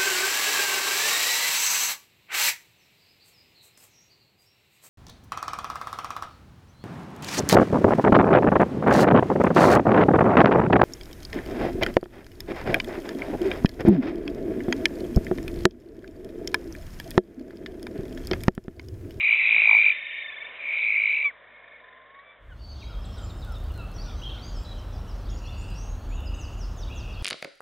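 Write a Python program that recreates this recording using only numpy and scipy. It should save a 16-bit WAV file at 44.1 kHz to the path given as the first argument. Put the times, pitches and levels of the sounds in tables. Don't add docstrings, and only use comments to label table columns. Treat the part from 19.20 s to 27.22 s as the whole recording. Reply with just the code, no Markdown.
import sys
import numpy as np
from scipy import signal
from scipy.fft import rfft, irfft, next_fast_len
from scipy.io import wavfile
from scipy.ndimage import uniform_filter1d, map_coordinates

SR = 44100
rng = np.random.default_rng(int(sys.argv[2]) if len(sys.argv) > 2 else 0)


def generate_wav(sig):
    pcm = np.round(np.clip(np.atleast_2d(sig).T, -1, 1) * 32767).astype(np.int16)
    wavfile.write(sys.argv[1], SR, pcm)


N = 353902
TIME = np.arange(N) / SR

# time in seconds, beats per second.
FIRST_TREMOR = [(.002, 55.1), (.35, 55.1), (.42, 53.8), (.6, 53.1), (.74, 48.5)]
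SECOND_TREMOR = [(1.39, 54.05), (1.575, 54.05), (1.763, 52.4), (1.955, 51.8), (2.045, 47)]
# time in seconds, peak level in dB, width in beats.
FIRST_BURSTS = [(0, -19.5, 0.09), (.125, -7.5, 0.1), (.17, -18.5, 0.057), (.29, -8, .055), (.36, -6, .05),
                (0.451, -7, .05), (.475, -5.5, .12), (.54, -5, 0.11), (.59, -9.5, 0.082), (0.707, -9, 0.14),
                (.745, -27.5, 0.15)]
SECOND_BURSTS = [(1.39, -30, 0.051), (1.57, -17, .075), (1.86, -12, 0.083), (1.95, -18, .12),
                 (2.045, -18.5, .12)]
# time in seconds, syllables per second.
NEAR_TRILL_RATE = [(.777, 25), (.98, 25.6), (1.05, 27), (1.12, 24.3), (1.33, 23)]
FAR_TRILL_RATE = [(2.203, 25), (2.56, 24.9), (2.69, 23.2), (2.87, 23), (3.02, 21.2)]
# time in seconds, pitch in Hz, level in dB, voiced half-width in beats.
NEAR_SYLLABLES = [(.58, 1808, -41, .55), (0.759, 1810, -36.5, .38), (1, 1834, -36, .28),
                  (1.05, 1804, -35, 0.6), (1.14, 1756, -38.5, 0.43), (1.24, 1784, -36.5, .45),
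                  (1.33, 1800, -46, .46)]
FAR_SYLLABLES = [(2.19, 1771, -54.5, .3), (2.5, 1790, -46, 0.33), (2.749, 1800, -44.5, 0.24),
                 (2.87, 1760, -51, 0.18), (3.01, 1900, -44, 0.37)]
# levels of harmonics 1 to 3 in dB, then a glide whose points
# give time in seconds, pitch in Hz, level in dB.
WHISTLES = [ ((-23.5, 0, -28), [(2.04, 1190, -30), (2.058, 1154, -15), (2.083, 1130, -23.5),
            (2.098, 1063, -33.5), (2.118, 684, -51)]), ((0, -7, -27), [(2.62, 1021, -64),
            (2.7, 1022, -53.5), (2.87, 1062, -57), (2.99, 1113, -48), (3.04, 1140, -56)]), ((-6, 0, -8),
            [(3.03, 1152, -59), (3.11, 1160, -50), (3.15, 1155, -62), (3.19, 1090, -66)]), ((0, -10, -34),
            [(3.28, 1840, -63), (3.325, 1460, -41), (3.35, 1420, -61)])]

# start of the hold and its length in seconds, level in dB,
# swell over the hold in dB, attack and release in seconds per 30 dB.
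SCREECH_RASPS = [(0, 0.701, -19, 0.5, .05, 0.14), (.76, .25, -39, 2, .05, .13),
                 (1.1, .28, -44.5, 0, .05, .1), (1.53, 0.504, -26, 1.5, 0.35, 0.083)]
TRILL_RASPS = [(.72, 0.016, -34, -2, .03, 0.28), (.8, 0.23, -41.5, 2.5, .05, .3),
               (1.15, 0.37, -47.5, -2.5, .1, .05)]
HOARSE_TONE = [(2.3, .25, -55, 2, .25, .5)]
RUSTLE = [(4.25, 0.3, -69, 3.5, 0.2, 0.42)]
HISSES = [(6.242, .29, -54, 2, .12, .45, 1), (6.97, 0.33, -52, -0.5, 0.09, 0.55, 1.018),
          (7.72, .3, -49.5, -1, 0.055, .4, .985)]
HISS_SLIDES = [6.905, 7.685]

# frequency in Hz, relative spectral density in dB.
SCREECH_THROAT = [(760, -43.5), (1400, -34.5), (1750, -33), (1920, -25.5), (2060, -7.5), (2320, 0),
                  (2480, -2), (2700, -14), (3070, -26), (3360, -31.5), (3900, -24.5), (4300, -42)]
TRILL_THROAT = [(1200, -39.5), (1650, -6.5), (1850, 12), (2100, 1), (2600, 2), (3000, 5), (3350, -3.5),
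                (3650, 4), (4000, -21.5), (4500, -52.5)]
HOARSE_BAND = [(1950, -33.5), (2110, -8), (2180, -0.5), (2300, -9), (2480, -12.5), (2600, -34.5)]
OWLET_THROAT = [(1800, -40), (2350, 0), (2650, 23), (2900, 21), (3200, -27), (4200, -97), (6000, -62.5)]
CHORUS_BAND = [(2200, 0), (3200, 9.5), (4500, 5.5), (6500, -3.5), (7500, -30), (10000, -49.5)]
NEST_AIR_BAND = [(24, -34.5), (40, -19.5), (170, -26.5), (250, -12), (350, -15.5), (445, -6), (605, 1),
                 (850, -10.5), (1040, -1.5), (1300, -8.5), (1780, -1), (2240, -6), (2620, -16),
                 (3630, -12.5), (4000, -25)]
RUMBLE_BAND = [(12, -47), (22, -29), (32, -12), (41, 3), (50, -1), (60, -15.5), (72, -0.5), (90, -22),
               (110, -14.5), (140, -20.5), (250, -35), (600, -77)]
BREEZE_BAND = [(80, -21.5), (170, 7.5), (280, 4), (420, -0.5), (620, 0), (850, -3.5), (1350, -6),
               (1700, -12.5), (2200, -18.5), (3200, -16.5), (5000, -28.5), (8000, -29), (10000, -32),
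               (16000, -32)]

# start and length in seconds, first, middle and last pitch in Hz,
# relative level in dB.
SONG_NOTES = [(3.39, .2, 4534, 4510, 4420, -55.5), (3.53, 0.51, 3210, 3240, 3190, -61.5),
              (3.601, 0.081, 3780, 3860, 3870, -54.5), (3.613, 0.031, 2850, 2420, 1950, -52),
              (4.008, .07, 7200, 7230, 7200, -59), (4.533, 0.076, 4300, 4130, 3780, -57),
              (4.574, 0.088, 2860, 2640, 2710, -51.5), (4.49, 0.0336, 3140, 2850, 2600, -58),
              (4.739, .063, 6200, 5600, 5780, -55), (4.78, 0.049, 4300, 4590, 5250, -47),
              (4.81, 0.092, 5430, 5750, 5070, -55), (5.05, 0.034, 3295, 3144, 3560, -40),
              (5.16, 0.044, 2920, 3600, 4330, -52), (5.218, 0.065, 4400, 4750, 4660, -48.5),
              (5.224, .08, 6000, 6430, 6900, -57), (5.344, 0.057, 5440, 5260, 5220, -53),
              (5.35, 0.094, 8140, 7600, 7500, -65), (6.088, 0.092, 6940, 6700, 7100, -58),
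              (6.27, 0.033, 3200, 3480, 3480, -50.5), (6.35, 0.23, 8050, 8300, 8450, -68),
              (6.374, 0.058, 6600, 7050, 7400, -56.5), (6.471, 0.09, 5320, 4860, 4940, -59),
              (6.537, 0.095, 5250, 5680, 5800, -54), (6.545, 0.22, 5920, 6400, 6760, -59),
              (6.889, .097, 6950, 6830, 6500, -59), (7.055, 0.046, 5300, 4950, 5100, -52),
              (7.14, .08, 8000, 7950, 7900, -66), (7.434, .035, 5200, 5200, 5200, -54),
              (7.918, .045, 5700, 4640, 4000, -56)]
# start in seconds, note count, period and note length in seconds,
# first, middle and last pitch in Hz, relative level in dB, growth in dB per note.
SONG_PHRASES = [(3.681, 6, .1255, 0.055, 5100, 5150, 3600, -63, 0.5),
                (3.718, 6, .1245, 0.0362, 4110, 3690, 3540, -58.5, 1.54),
                (3.848, 2, .131, .016, 8600, 7770, 7250, -58.5, 0),
                (4.993, 2, .158, .059, 6600, 5920, 4700, -60, -12),
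                (5.016, 2, .077, .04, 2530, 3210, 3190, -43, -2),
                (5.05, 3, 0.047, .012, 3140, 3510, 3970, -51, 0.5),
                (5.448, 3, 0.028, .029, 4100, 3946, 3860, -50.5, 0.2),
                (5.574, 3, .151, .055, 6200, 5180, 4500, -61.5, 2),
                (6.085, 3, .083, .026, 4210, 5270, 5860, -53, 0),
                (7.142, 3, .187, 0.014, 6350, 6520, 6900, -53, -4.5),
                (7.186, 4, .188, 0.083, 7280, 5640, 4120, -52.5, -.4),
                (7.625, 2, .05, .019, 3890, 3625, 3340, -48.5, -4)]
# start and length in seconds, chirp count, pitch in Hz, relative level in dB.
TWITTER = [(3.396, .2, 5, 4620, -59), (3.997, 0.28, 3, 8240, -68), (6.047, .55, 12, 4450, -62.5),
           (7.563, 0.37, 9, 3510, -59)]
# start in seconds, relative level in dB.
TICKS = [(4.248, -46.5), (4.3223, -45.5), (4.4846, -52.5), (4.5769, -45), (4.7158, -47), (5.435, -46),
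         (6.5032, -47.5), (7.0057, -46), (7.2145, -50)]
# frequency in Hz, level in dB.
HUM_PARTIALS = [(58.5, -43.5), (97, -42.5)]
# time in seconds, level in dB.
NEST_AIR_LEVEL = [(0, -53.5), (.6, -49.5), (.9, -55), (1.3, -47), (1.8, -52), (2.3, -53), (3.5, -55)]
CHORUS_LEVEL = [(3.3, -70.5), (3.5, -57), (4.3, -61.5), (4.65, -67), (4.9, -53.5), (5.9, -58), (6.5, -62.5),
                (7.4, -68.5), (8.02, -57)]
BUZZ_LEVEL = [(0, -61), (2, -67), (4, -74.5), (5.7, -81.5), (6.3, -88), (6.6, -82), (8.02, -63.5)]


def near_owl():
    first, lock_a = pure_bursts(FIRST_TREMOR, FIRST_BURSTS, pitch_hz=2360, scatter_db=.9, scatter_hz=15)
    second, lock_b = pure_bursts(SECOND_TREMOR, SECOND_BURSTS,
                                 pitch_hz=2277, scatter_db=1.2, scatter_hz=28)
    chaos = signal.hilbert(noise(SCREECH_THROAT, patchy_db=3))
    rasp = unit(np.real(chaos / np.sqrt(1 + abs(chaos / 3) ** 2)))
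    unlocked = 1 - .95 * np.sqrt(abs(lock_a + lock_b))
    between = sum(during(span) * np.sin(np.pi * beat(rates)[1]) ** 6
                  for rates, span in [(FIRST_TREMOR, FIRST_BURSTS), (SECOND_TREMOR, SECOND_BURSTS)])
    edge = amp(-29) * between * noise([(3300, -40.5), (3800, -1), (4000, 5), (4400, -45.5)])
    return first + second + swells(SCREECH_RASPS) * (unlocked * rasp + edge)


def pure_bursts(rates, bursts, pitch_hz, scatter_db, scatter_hz, delay_beats=0):
    index, offset = beat(rates)
    db, width = curves(bursts)
    size, detune, stretch = rng.standard_normal((index.max() + 1, 3))[index].T
    width = width * np.exp(.068 * stretch)
    lock = np.exp(-.5 * ((offset - delay_beats) / width) ** 2) * during(bursts)
    tone = np.sin(phase_of(pitch_hz + scatter_hz * detune + 25 * wobble(400)))
    return amp(db + scatter_db * size) * lock * tone, lock


def second_owl():
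    near, voiced = trill(NEAR_TRILL_RATE, NEAR_SYLLABLES, rise_hz=60, octave_db=-2)
    far, _ = trill(FAR_TRILL_RATE, FAR_SYLLABLES, rise_hz=180, octave_db=-11)
    burst_rows = [(s, db + 5.5, .1) for s, _, db, _ in NEAR_SYLLABLES]
    bursts, _ = pure_bursts(NEAR_TRILL_RATE, burst_rows,
                            pitch_hz=2224, scatter_db=2, scatter_hz=49.5, delay_beats=.31)
    rasp = swells(TRILL_RASPS) * noise(TRILL_THROAT)
    hoarse = swells(HOARSE_TONE) * noise(HOARSE_BAND)
    return near + far + bursts + rasp * (1 - voiced) + hoarse


def trill(rates, syllables, rise_hz, octave_db):
    index, offset = beat(rates)
    size, detune = rng.standard_normal((index.max() + 1, 2))[index].T
    pitch, db, half_width = curves(syllables)
    position = offset / half_width
    voiced = np.cos(np.pi / 2 * np.clip(position, -1, 1)) ** 4 * during(syllables)
    phase = phase_of(pitch + rise_hz * position + 12 * detune + 18 * wobble(250))
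    tone = np.sin(phase) + amp(octave_db) * np.sin(2 * phase)
    return amp(db + 1.1 * size) * voiced * tone, voiced


def whistles():
    out = np.zeros(N)
    for harmonics, glide in WHISTLES:
        pitch, level = curves(glide)
        phase = phase_of(pitch * (1 + .004 * wobble(110)))
        tone = sum(amp(db) * np.sin(k * phase) for k, db in enumerate(harmonics, 1))
        out += during(glide) * amp(level) * tone
    return out


def nest_microphone(x, ceiling, sample_hz=8000):
    narrow = signal.resample_poly(x, sample_hz, SR, window=("kaiser", 7))
    flattened = narrow / (1 + abs(narrow / ceiling) ** 10) ** (1 / 10)
    return signal.resample(flattened, round(len(narrow) * SR / sample_hz))[:N]


def nest():
    air = amp(curves(NEST_AIR_LEVEL)[0]) * noise(NEST_AIR_BAND)
    mains = sum(np.sin(2 * np.pi * (50 * k * TIME + rng.random())) / np.sqrt(k) for k in range(1, 7))
    owls = near_owl() + second_owl() + whistles()
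    fade = np.interp(TIME, [3.15, 3.5], [1, 0])
    return fade * nest_microphone(owls + air + amp(-73.5) * mains, ceiling=.39)


def owlet():
    out = np.zeros(N)
    for *envelope, ratio in HISSES:
        out += swells([envelope]) * noise([(hz * ratio, db) for hz, db in OWLET_THROAT])
    for s in HISS_SLIDES:
        add(out, s, amp(-49.5) * note(.055, 2220, 2600, 2940, waver=.03))
    return out


def songbirds():
    song = np.zeros(N)
    for s, length, start_hz, middle_hz, end_hz, db in song_notes():
        scratch = np.clip((end_hz - start_hz) / (length * 60000), 0, 1)
        waver = .0112 + .085 * scratch ** 2
        add(song, s, amp(db) * note(length, start_hz, middle_hz, end_hz, waver))
    return amp(2.5) * woods(song, t60=.91, wet_db=-2)


def song_notes(repeat_spread=.012, chirp_spread=.083, chirp_s=.03):
    notes = list(SONG_NOTES)
    for s, count, period, length, *pitches, db, growth_db in SONG_PHRASES:
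        for k, bends in enumerate(rng.standard_normal((round(count), 3))):
            bent = pitches * np.exp(repeat_spread * bends)
            notes.append((s + k * period, length, *bent, db + k * growth_db))
    for s, length, count, hz, db in TWITTER:
        for k, (*bends, size) in enumerate(rng.standard_normal((round(count), 4))):
            pitches = hz * np.exp(chirp_spread * np.array(bends))
            notes.append((s + length * (k + rng.random()) / count, chirp_s, *pitches, db + 2 * size))
    return notes


def note(length, start_hz, middle_hz, end_hz, waver, flutter_db=3):
    progress = np.linspace(0, 1, max(round(length * SR), 64))
    pitch = np.polyval(np.polyfit([0, .5, 1], [start_hz, middle_hz, end_hz], 2), progress)
    drift, flutter = (map_coordinates(knots, [progress * length * 250], mode="mirror")
                      for knots in rng.standard_normal((2, 128)))
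    envelope = np.sqrt(abs(np.sin(np.pi * progress))) * unit(amp(flutter_db * flutter))
    return envelope * np.sin(phase_of(pitch * (1 + waver * drift)))


def far_birds(start_s=3.662, period_s=.296):
    calls = np.zeros(N)
    for k in range(6):
        db = -49 - .9 * (k - 2.5) ** 2
        add(calls, start_s + k * period_s, amp(db) * note(.115, 1520, 1370, 1170, waver=.007))
    chorus = amp(curves(CHORUS_LEVEL)[0]) * during(CHORUS_LEVEL) * noise(CHORUS_BAND, patchy_db=7)
    return woods(calls, t60=.59, wet_db=-5.5) + chorus


def woods(x, t60, wet_db):
    t = TIME[:SR]
    tail = rng.standard_normal(SR) * amp(-60 * t / t60) * (1 - np.exp(-t / .0016))
    return x + amp(wet_db) * signal.fftconvolve(x, tail / np.linalg.norm(tail))[:N]


def ticks_and_rustle(t60=.0098):
    ticks, t = np.zeros(N), TIME[:1024]
    for s, db in TICKS:
        add(ticks, s, amp(db - 1.5 - 60 * t / t60) * rng.standard_normal(len(t)))
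    grains = unit(amp(7 * wobble(280)) * rng.standard_normal(N))
    return ticks + swells(RUSTLE) * grains


def outdoors(start_s=3.185, fade_s=.82):
    rumble = amp(-33.5) * noise(RUMBLE_BAND)
    hum = sum(amp(db + 2.9 * wobble(6.2)) * np.sin(phase_of(hz + 1.48 * wobble(5.5)))
              for hz, db in HUM_PARTIALS)
    breeze = amp(-46.5) * noise(BREEZE_BAND, patchy_db=.5)
    fade = np.clip((TIME - start_s) / fade_s, 0, 1) ** .77
    return fade * (rumble + hum + breeze)


def electrical_buzz():
    harmonics = sum(rng.uniform(.4, 1) * np.sin(2 * np.pi * (125 * k * TIME + rng.random()))
                    for k in range(2, 10))
    hiss = noise([(60, -6), (200, -8.5), (500, 0), (1000, .5), (1500, -11.5), (1800, -42.5)])
    side = amp(curves(BUZZ_LEVEL)[0]) * unit(.7 * unit(harmonics) + hiss)
    return np.array([side, -side])


def noise(spectrum, patchy_db=0):
    source = rng.standard_normal(N)
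    if patchy_db:
        frames = signal.stft(source, SR, nperseg=512)[2]
        patches = uniform_filter1d(rng.standard_normal(frames.shape), size=4, axis=0)
        patches = unit(uniform_filter1d(patches, size=14, axis=1))
        source = signal.istft(frames * amp(patchy_db * patches), nperseg=512)[1][:N]
    size = next_fast_len(N + 8192)
    hz, db = np.transpose(spectrum)
    gain = amp(np.interp(np.log(np.fft.rfftfreq(size, 1 / SR) + 1), np.log(hz), db))
    return unit(irfft(rfft(source, size) * gain, size)[:N])


def swells(rows):
    gains = []
    for s, hold, db, swell_db, attack, release in rows:
        t = TIME - s
        outside = np.maximum(-t, 0) / attack + np.maximum(t - hold, 0) / release
        gains.append(amp(db + swell_db * np.clip(t / hold, 0, 1) - 30 * outside))
    return np.max(gains, axis=0)


def beat(rates):
    count = np.cumsum(curves(rates)[0]) / SR
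    count -= np.interp(rates[0][0], TIME, count)
    nearest = np.round(count)
    return (nearest - nearest.min()).astype(int), count - nearest


def phase_of(hz):
    return 2 * np.pi * np.cumsum(hz) / SR


def wobble(rate):
    return map_coordinates(rng.standard_normal(int(N * rate / SR) + 4), [TIME * rate])


def curves(rows):
    times, *columns = np.transpose(rows)
    return [np.interp(TIME, times, column) for column in columns]


def during(rows):
    return uniform_filter1d(1. * ((TIME >= rows[0][0]) & (TIME <= rows[-1][0])), size=200)


def add(track, s, sound):
    part = track[round(s * SR):][:len(sound)]
    part += sound[:len(part)]


def amp(db):
    return 10 ** (np.asarray(db) / 20)


def unit(x):
    return x / np.sqrt(np.mean(x ** 2) + 1e-20)


def scene():
    birds = nest() + songbirds() + far_birds() + owlet()
    return birds + ticks_and_rustle() + outdoors() + electrical_buzz()


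def record(dry):
    size, limit_hz = next_fast_len(N + 8192), 15750
    passband = np.fft.rfftfreq(size, 1 / SR) < limit_hz
    return irfft(rfft(dry, size) * passband, size)[:, :N]


dry = scene()
out = record(dry)
generate_wav(out)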